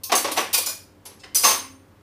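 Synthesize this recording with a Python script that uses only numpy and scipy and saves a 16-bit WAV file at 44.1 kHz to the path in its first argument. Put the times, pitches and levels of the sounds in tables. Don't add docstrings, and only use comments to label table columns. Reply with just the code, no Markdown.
import sys
import numpy as np
from scipy import signal
from scipy.fft import rfft, irfft
from scipy.io import wavfile
from scipy.ndimage import uniform_filter1d

SR = 44100
rng = np.random.default_rng(int(sys.argv[2]) if len(sys.argv) > 2 else 0)


def makeup_ratio(level_db):
    decades = np.asarray(level_db, float) / 20
    return 10 ** decades


def master_out(mix):
    frames = np.transpose(np.atleast_2d(mix))
    ceiling = np.clip(frames, -1, 1)
    pcm = np.round(ceiling * 32767).astype(np.int16)
    wavfile.write(sys.argv[1], SR, pcm)


N = 89214

# start in seconds, level in dB, chatter length in seconds.
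LADLE_HITS = [
    (0.035, -18.5, 0.0034),
]
SERVER_HITS = [
    (0.119, -17, 0.006),
    (0.1514, -8.5, 0.0055),
    (0.158, -15, 0.0034),
    (0.1746, -12.5, 0.0052),
]
FORK_HITS = [
    (0.3158, -9, 0.0036),
]
SERVER_DROP_HITS = [
    (0.365, -21.5, 0.0068),
    (0.3721, -20, 0.01),
    (0.3795, -20.5, 0.0075),
    (0.398, -23.5, 0.006),
]
SPOON_HITS = [
    (.5295, -12.5, 0.0039),
    (.541, -7, 0.0021),
    (.576, -11.5, 0.0071),
]
SPOON_SETTLE_HITS = [
    (0.6606, -16.5, 0.0056),
    (0.6887, -21, 0.0078),
]
NUDGE_HITS = [
    (1.0532, -34.5, 0.0065),
    (1.0836, -54.5, 0.0066),
]
PING_HITS = [
    (1.194, -50, 0.003),
    (1.199, -46, 0.003),
]
TICK_HITS = [
    (1.235, -39, 0.0039),
]
KNIFE_HITS = [
    (1.3469, -9.5, 0.0057),
    (1.3538, -8, 0.0072),
    (1.3699, -15.5, 0.0084),
    (1.405, -18, 0.0094),
    (1.425, -15.5, 0.0055),
]
KNIFE_FALL_HITS = [
    (1.4374, -13.5, 0.0056),
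    (1.4446, -8.5, 0.014),
    (1.462, -11.5, 0.0056),
    (1.4774, -10.5, 0.011),
    (1.5045, -15, 0.0049),
    (1.525, -25, 0.008),
    (1.5494, -29.5, 0.0046),
]

LADLE_HZ = [1061, 2702, 4600, 5216, 5670, 6417, 9335, 11470, 12340, 14090, 14690]
SERVER_HZ = [4657, 6336, 9189, 10610, 12350, 15620]
FORK_HZ = [9065, 10960, 12250, 14095]
SERVER_DROP_HZ = [2740, 6050, 9189, 10600, 12350]
SPOON_HZ = [2500, 4823, 6013, 9367, 10600, 11220, 14090, 14690, 15550, 9367, 14090, 1450]
SPOON_SETTLE_HZ = [2438, 2470, 5190, 6040, 7100, 10955, 14085]
NUDGE_HZ = [6300, 8829, 10800, 11350, 12700]
PING_HZ = [2650, 5300]
TICK_HZ = [2100, 3100, 5200, 9000]
KNIFE_HZ = [5030, 6080, 9375, 11230, 12390, 14090]
KNIFE_FALL_HZ = [865, 1069, 1150, 2738, 5092, 6330, 6348, 6385, 9189, 9189, 11233, 12341]

# level in dB, time to fade by 60 dB in seconds.
LADLE_RING = [(-10.5, 0.54), (-8.5, .25), (-6, .15), (-5, 0.2), (-7.5, .15), (-4.5, 0.49), (2.5, 0.3),
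              (1, .15), (2.5, .25), (-1.5, .3), (-1.5, .22)]
SERVER_RING = [(-2.5, 0.074), (5, 0.12), (-10, 0.32), (-1, 0.1), (-6, .2), (-4, 0.042)]
FORK_RING = [(-16, 0.14), (-7, .18), (-4, 0.04), (-5.5, .14)]
SERVER_DROP_RING = [(0.5, .1), (-1.5, .1), (-8, .2), (-8, .12), (-7, .25)]
SPOON_RING = [(-10.5, 0.2), (2.5, 0.1), (1.5, 0.09), (4, 0.1), (3, 0.13), (-1, 0.2), (-1, 0.16),
              (-0.5, 0.12), (-1.5, .3), (-5.5, 0.27), (-3, .1), (-13, 0.24)]
SPOON_SETTLE_RING = [(-7, 0.43), (-10, 0.4), (-6, 0.09), (-6, 0.13), (13, 0.09), (7, 0.16), (-11, 0.2)]
NUDGE_RING = [(-2, .15), (-4, .15), (1.5, .2), (-6.5, 0.19), (5.5, .25)]
PING_RING = [(2.5, .04), (-4, .04)]
TICK_RING = [(-3, 0.04), (-3, .05), (-4, 0.08), (-6, .08)]
KNIFE_RING = [(-13.5, 0.22), (-1, 0.12), (-1, 0.11), (-4, 0.15), (-9, 0.07), (-10.5, 0.091)]
KNIFE_FALL_RING = [(-5, 0.48), (-4, 0.54), (-1, 0.31), (-3.5, .25), (-1, 0.4), (3.5, 0.45), (1, 0.52),
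                   (-5.5, 0.24), (-4.5, 0.72), (4.5, 0.39), (-4.5, 0.17), (1.5, .15)]

SPOON_WAKES_MS = [0, 0, 0, -8, 36, 36, 34, -10, 20, 30, -10, 0]
KNIFE_WAKES_MS = [-6, 3, -2, 16, 0, 0]
KNIFE_FALL_WAKES_MS = [0, 0, 0, 0, 0, 0, 0, 0, -6, 33, 0, 60]

# frequency in Hz, level in dB per Hz.
LADLE_PILE = [(880, -54.5), (2000, -23), (3000, -12), (4600, -4), (6400, 0.5), (7800, -6.5), (12000, -1.5),
              (16000, -6.5)]
SERVER_PILE = [(880, -33), (1500, -8.5), (4290, -5), (6120, 1), (10600, 0), (16000, -3.5)]
FORK_PILE = [(1500, -2), (4500, 7.5), (7500, 3), (11000, 6.5), (15800, -1)]
SERVER_DROP_PILE = [(880, -30), (1500, 9), (3200, 0.5), (6120, 2), (12400, -2), (16000, -13.5)]
SPOON_PILE = [(1500, -30), (2400, 1), (4000, 2), (5000, 4.5), (8000, 2), (15500, 3.5)]
SPOON_SETTLE_PILE = [(880, -51.5), (1500, 3), (2020, -12), (2440, -4.5), (5120, 9.5), (16000, 7)]
NUDGE_PILE = [(880, -32), (1500, -21.5), (6370, -4.5), (9850, -9), (10800, 0), (16000, -21)]
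PING_PILE = [(1500, -34.5), (3000, -12.5), (5000, -9.5), (8500, -12), (16000, -40.5)]
TICK_PILE = [(590, -44.5), (1000, -26.5), (1610, -10.5), (5130, -13.5), (16000, -44)]
KNIFE_PILE = [(300, -25), (1000, -21), (3900, -10), (5000, -1.5), (9400, 0), (15800, -4.5)]
KNIFE_FALL_PILE = [(880, -34), (1500, -4.5), (5120, -3.5), (5600, -3.5), (6180, -1), (16000, -1.5)]

# ring level in dB, clash level in dB.
PIECE_LEVELS = [(-16.5, 19), (-10.5, 19), (-18.5, 11), (-5, 20), (-12.5, 20.5), (-13, 23.5), (-15, 22),
                (-11, 24), (-5.5, 21), (-10.5, 22), (-8, 23)]

# start in seconds, level in dB, chatter length in seconds,
# treble level in dB, note of the compartment in Hz.
THUMPS = [(0.0967, -22.5, 0.0012, -13, 840), (0.119, -7.5, 0.0037, -7.5, 760),
          (0.132, -18, 0.0035, -14, 1146), (0.244, -14.5, 0.0044, -9, 565), (0.274, -20.5, 0.012, -9, 570),
          (0.31, -25, 0.006, -12, 292), (0.363, -21, 0.0031, -10, 1155), (0.374, -9, 0.0046, -12, 1150),
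          (0.536, -23.5, 0.01, 5, 900), (0.58, -25, 0.0065, -4.5, 549), (0.666, -28, 0.0048, -5, 643),
          (1.056, -37.5, 0.003, -2.5, 405), (1.112, -45, 0.0036, -9, 452), (1.236, -38, 0.004, -10, 785),
          (1.354, -32, 0.0033, -10.5, 400), (1.398, -32, 0.006, -10, 440), (1.436, -11.5, 0.0045, -3, 1090),
          (1.446, -14.5, 0.0051, -12.5, 1140), (1.491, -20.5, 0.0022, -0.5, 1060),
          (1.509, -17.5, 0.0055, -3.5, 1110), (1.541, -29.5, 0.0059, -5, 1030),
          (1.641, -44.5, 0.0023, -19, 1090)]
TRAY_HZ = [290, 563, 770, 1146]
# level in dB, time to fade by 60 dB in seconds.
TRAY_RING = [(-7, 0.095), (-4, 0.12), (-16, 0.14), (-4, 0.13)]
# frequency in Hz, level in dB per Hz.
TRAY_COLOUR = [(110, -30.5), (180, -15), (1120, -4), (1460, -13.5), (5540, -4.5), (6260, -10), (12000, -22),
               (15600, -52.5), (22000, -120)]

# frequency in Hz, time to fade by 60 dB in seconds.
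KITCHEN_T60 = [(150, 0.5), (500, 0.32), (2000, 0.41), (6000, 0.33), (11000, 0.33), (15000, 0.3)]

# frequency in Hz, level in dB per Hz.
AIR = [(30, -28.5), (45, -1.5), (249, -0.5), (796, -10.5), (988, -9.5), (1370, -13), (1890, -17.5),
       (8360, -31), (16000, -30.5)]
# multiple of the motor's speed, level in dB.
MOTOR = [(1, -61.5), (6, -67), (4.45, -68.5), (3.35, -64)]
# time in seconds, level in dB.
HUM_SWELL = [
    (0, 0.5),
    (.8, 2),
    (1.15, -1.5),
    (1.5, 7.5),
    (1.75, 2.5),
    (2.0, -3.5),
]
# time in seconds, level in dB.
RATTLE = [
    (1.52, -57.5),
    (1.758, -50),
    (2.0, -85),
]

MOTOR_HZ, MOTOR_WANDER, MOTOR_FLUTTER_DB = 89, 0.004, 1.2
MAINS_HZ, MAINS_DB = 100, -61
RATTLE_HZ, AIR_DB = 266, -55.5
CLICKS_PER_S, CLICK_SPREAD_DB = 6000, 2.5
RISE_S, LEAD_S = 0.003, 0.04
HELD = 0.7
RING_ROUGH_DB, RING_WET_DB, RING_DIRECT_DB = 3, -8, -3.5
JINGLE_DB, JINGLE_T60_S, JINGLE_FROM_HZ = -5, 0.025, 2000
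SOFT_HZ, TRAY_RING_DB, TRAY_KNOCK_DB = 2850, -8.5, 26.5
SLOT_DB, SLOT_T60_S = 2.5, 0.052
DIRECT_DB, BUILD_S, EARLY_DB, EARLY_S = -10, 0.0025, 5.5, 0.0057
LOW_CUT_HZ, TOP_HZ = 212, 15200


def walk(rate):
    width = int(SR / rate)
    w = uniform_filter1d(rng.standard_normal(N), width)
    w = uniform_filter1d(w, width)
    return w / w.std()


def fridge():
    t = np.arange(N) / SR
    speed_hz = MOTOR_HZ * (1 + MOTOR_WANDER * walk(12))
    turn = 2 * np.pi * np.cumsum(speed_hz) / SR
    swell_db = np.interp(t, *np.array(HUM_SWELL).T)
    hum = makeup_ratio(MAINS_DB) * np.sin(2 * np.pi * MAINS_HZ * t)
    for multiple, db in MOTOR:
        level = makeup_ratio(db + MOTOR_FLUTTER_DB * walk(12) + swell_db)
        hum = hum + level * np.sin(multiple * turn)
    s, db = np.array(RATTLE).T
    buzz = makeup_ratio(np.interp(t, s, db, left=-120, right=-120)) * np.sin(2 * np.pi * RATTLE_HZ * t)
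    hz, db = np.array(AIR).T
    f = np.fft.rfftfreq(N, 1 / SR) + 1
    tone = makeup_ratio(np.interp(np.log(f), np.log(hz), db))
    air = irfft(rfft(rng.standard_normal(N)) * tone, N)
    air = air / air.std() * makeup_ratio(AIR_DB + 0.51 * walk(4))
    return np.sqrt(2) * (hum + buzz) + air


def unit(x):
    return x / np.sqrt(np.sum(x ** 2))


def through(x, response):
    return signal.fftconvolve(x, response)[:N]


def chatter(s, db, length_s):
    t = np.arange(4096) / SR
    u = rng.random((3, len(t)))
    fade = np.exp(-t / max(length_s, 0.0005))
    happens = u[0] < CLICKS_PER_S / SR
    sign = np.sign(u[1] - 0.5)
    strength = makeup_ratio(-CLICK_SPREAD_DB * np.log(u[2] + 1e-9))
    clicks = happens * sign * strength * fade
    for _ in range(6):
        clicks = irfft(np.exp(1j * np.angle(rfft(clicks))))
        clicks *= fade / np.sqrt(uniform_filter1d(clicks ** 2, size=64) + 1e-12)
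    out, i = np.zeros(N + len(t)), int(s * SR)
    out[i:i + len(t)] = unit(clicks) * makeup_ratio(db)
    return out[:N]


def colour(points):
    hz, db = np.array(points).T
    f = np.log(np.fft.rfftfreq(4096, 1 / SR) + 1)
    edge = -24 * np.maximum(np.log(hz[0]) - f, 0)
    c = irfft((np.interp(f, np.log(hz), db) + edge) * np.log(10) / 20)
    c[1:2048] *= 2
    c[2049:] = 0
    return unit(irfft(np.exp(rfft(c)))[:1024])


def ring(hz, shape, wakes_ms=0):
    db, t60 = np.array(shape, float).T
    t = np.arange(SR // 2)[:, None] / SR - LEAD_S - np.array(wakes_ms) / 1000
    t = np.maximum(t, 0)
    swell = (1 - np.exp(-t / RISE_S)) * np.exp(-np.log(1000) * t / (HELD * t60))
    notes = makeup_ratio(db) * swell * np.sin(2 * np.pi * np.array(hz) * t)
    return notes.sum(axis=1)


def rung(x, hz, shape, wakes_ms=0):
    lead = int(LEAD_S * SR)
    return signal.fftconvolve(x, ring(hz, shape, wakes_ms))[lead:lead + N]


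def strikes(rows):
    hardest = max(rows, key=lambda row: row[1])
    out = np.zeros(N)
    out[int(hardest[0] * SR)] = makeup_ratio(hardest[1])
    return out


def jingle(hz):
    t = np.arange(SR // 20)[:, None] / SR
    hz = np.array([f for f in hz if f > JINGLE_FROM_HZ])
    notes = np.exp(-np.log(1000) * t / JINGLE_T60_S) * np.sin(2 * np.pi * hz * t)
    out = makeup_ratio(JINGLE_DB) * unit(notes.sum(axis=1))
    out[0] = 1
    return unit(out)


def kitchen():
    t = np.arange(SR) / SR
    noise = rfft(rng.standard_normal(SR))
    octave = np.log2(np.arange(SR // 2 + 1) + 1.)
    hz, t60 = np.array(KITCHEN_T60).T
    tail = 0
    for k in np.arange(6, 15):
        band = irfft(noise * np.maximum(1 - np.abs(np.maximum(octave, 6) - k), 0))
        tail = tail + band * np.exp(-np.log(1000) * t / np.interp(k, np.log2(hz), t60))
    build = 1 - np.exp(-t / BUILD_S)
    early = 1 + makeup_ratio(EARLY_DB) * np.exp(-t / EARLY_S)
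    response = unit(tail * build * early)
    response[0] = makeup_ratio(DIRECT_DB)
    return response


def cutlery():
    pieces = [
        (LADLE_HITS, LADLE_HZ, LADLE_RING, LADLE_PILE),
        (SERVER_HITS, SERVER_HZ, SERVER_RING, SERVER_PILE),
        (FORK_HITS, FORK_HZ, FORK_RING, FORK_PILE),
        (SERVER_DROP_HITS, SERVER_DROP_HZ, SERVER_DROP_RING, SERVER_DROP_PILE),
        (SPOON_HITS, SPOON_HZ, SPOON_RING, SPOON_PILE, SPOON_WAKES_MS),
        (SPOON_SETTLE_HITS, SPOON_SETTLE_HZ, SPOON_SETTLE_RING, SPOON_SETTLE_PILE),
        (NUDGE_HITS, NUDGE_HZ, NUDGE_RING, NUDGE_PILE),
        (TICK_HITS, TICK_HZ, TICK_RING, TICK_PILE),
        (KNIFE_HITS, KNIFE_HZ, KNIFE_RING, KNIFE_PILE, KNIFE_WAKES_MS),
        (KNIFE_FALL_HITS, KNIFE_FALL_HZ, KNIFE_FALL_RING, KNIFE_FALL_PILE, KNIFE_FALL_WAKES_MS),
        (PING_HITS, PING_HZ, PING_RING, PING_PILE)]
    rocking = makeup_ratio(RING_ROUGH_DB * walk(90))
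    out = 0
    for (rows, hz, shape, pile, *wakes), (ring_db, clash_db) in zip(pieces, PIECE_LEVELS):
        rings = makeup_ratio(ring_db) * rocking * rung(strikes(rows), hz, shape, *wakes)
        clicks = sum(chatter(*row) for row in rows)
        clash = makeup_ratio(clash_db) * through(clicks, np.convolve(colour(pile), jingle(hz)))
        in_room = through(makeup_ratio(RING_WET_DB) * rings + clash, kitchen())
        out = out + in_room + makeup_ratio(RING_DIRECT_DB) * rings
    return out


def tray():
    knock = colour(TRAY_COLOUR)
    out = 0
    for s, db, length_s, treble_db, slot_hz in THUMPS:
        blow = chatter(s, db, length_s)
        soft = signal.lfilter(*signal.butter(2, SOFT_HZ, fs=SR), blow)
        touch = soft + makeup_ratio(treble_db) * (blow - soft)
        slot = rung(strikes([(s, db)]), [slot_hz], [(SLOT_DB, SLOT_T60_S)])
        body = makeup_ratio(TRAY_RING_DB) * rung(touch, TRAY_HZ, TRAY_RING)
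        body = body + makeup_ratio(TRAY_KNOCK_DB) * through(touch, knock)
        out = out + through(slot + body, kitchen())
    return out


def scene():
    hits = cutlery() + tray()
    low_cut = signal.butter(6, LOW_CUT_HZ, "high", fs=SR, output="sos")
    return (signal.sosfilt(low_cut, hits) + fridge())[None]


def band_limit(x):
    return signal.sosfilt(signal.butter(12, 17130, fs=SR, output="sos"), x)


def record(dry):
    rounded = np.tanh(dry)
    top_cut = signal.ellip(8, 0.2, 60, TOP_HZ, fs=SR, output="sos")
    return band_limit(signal.sosfilt(top_cut, rounded))


dry = scene()
out = record(dry)
master_out(out)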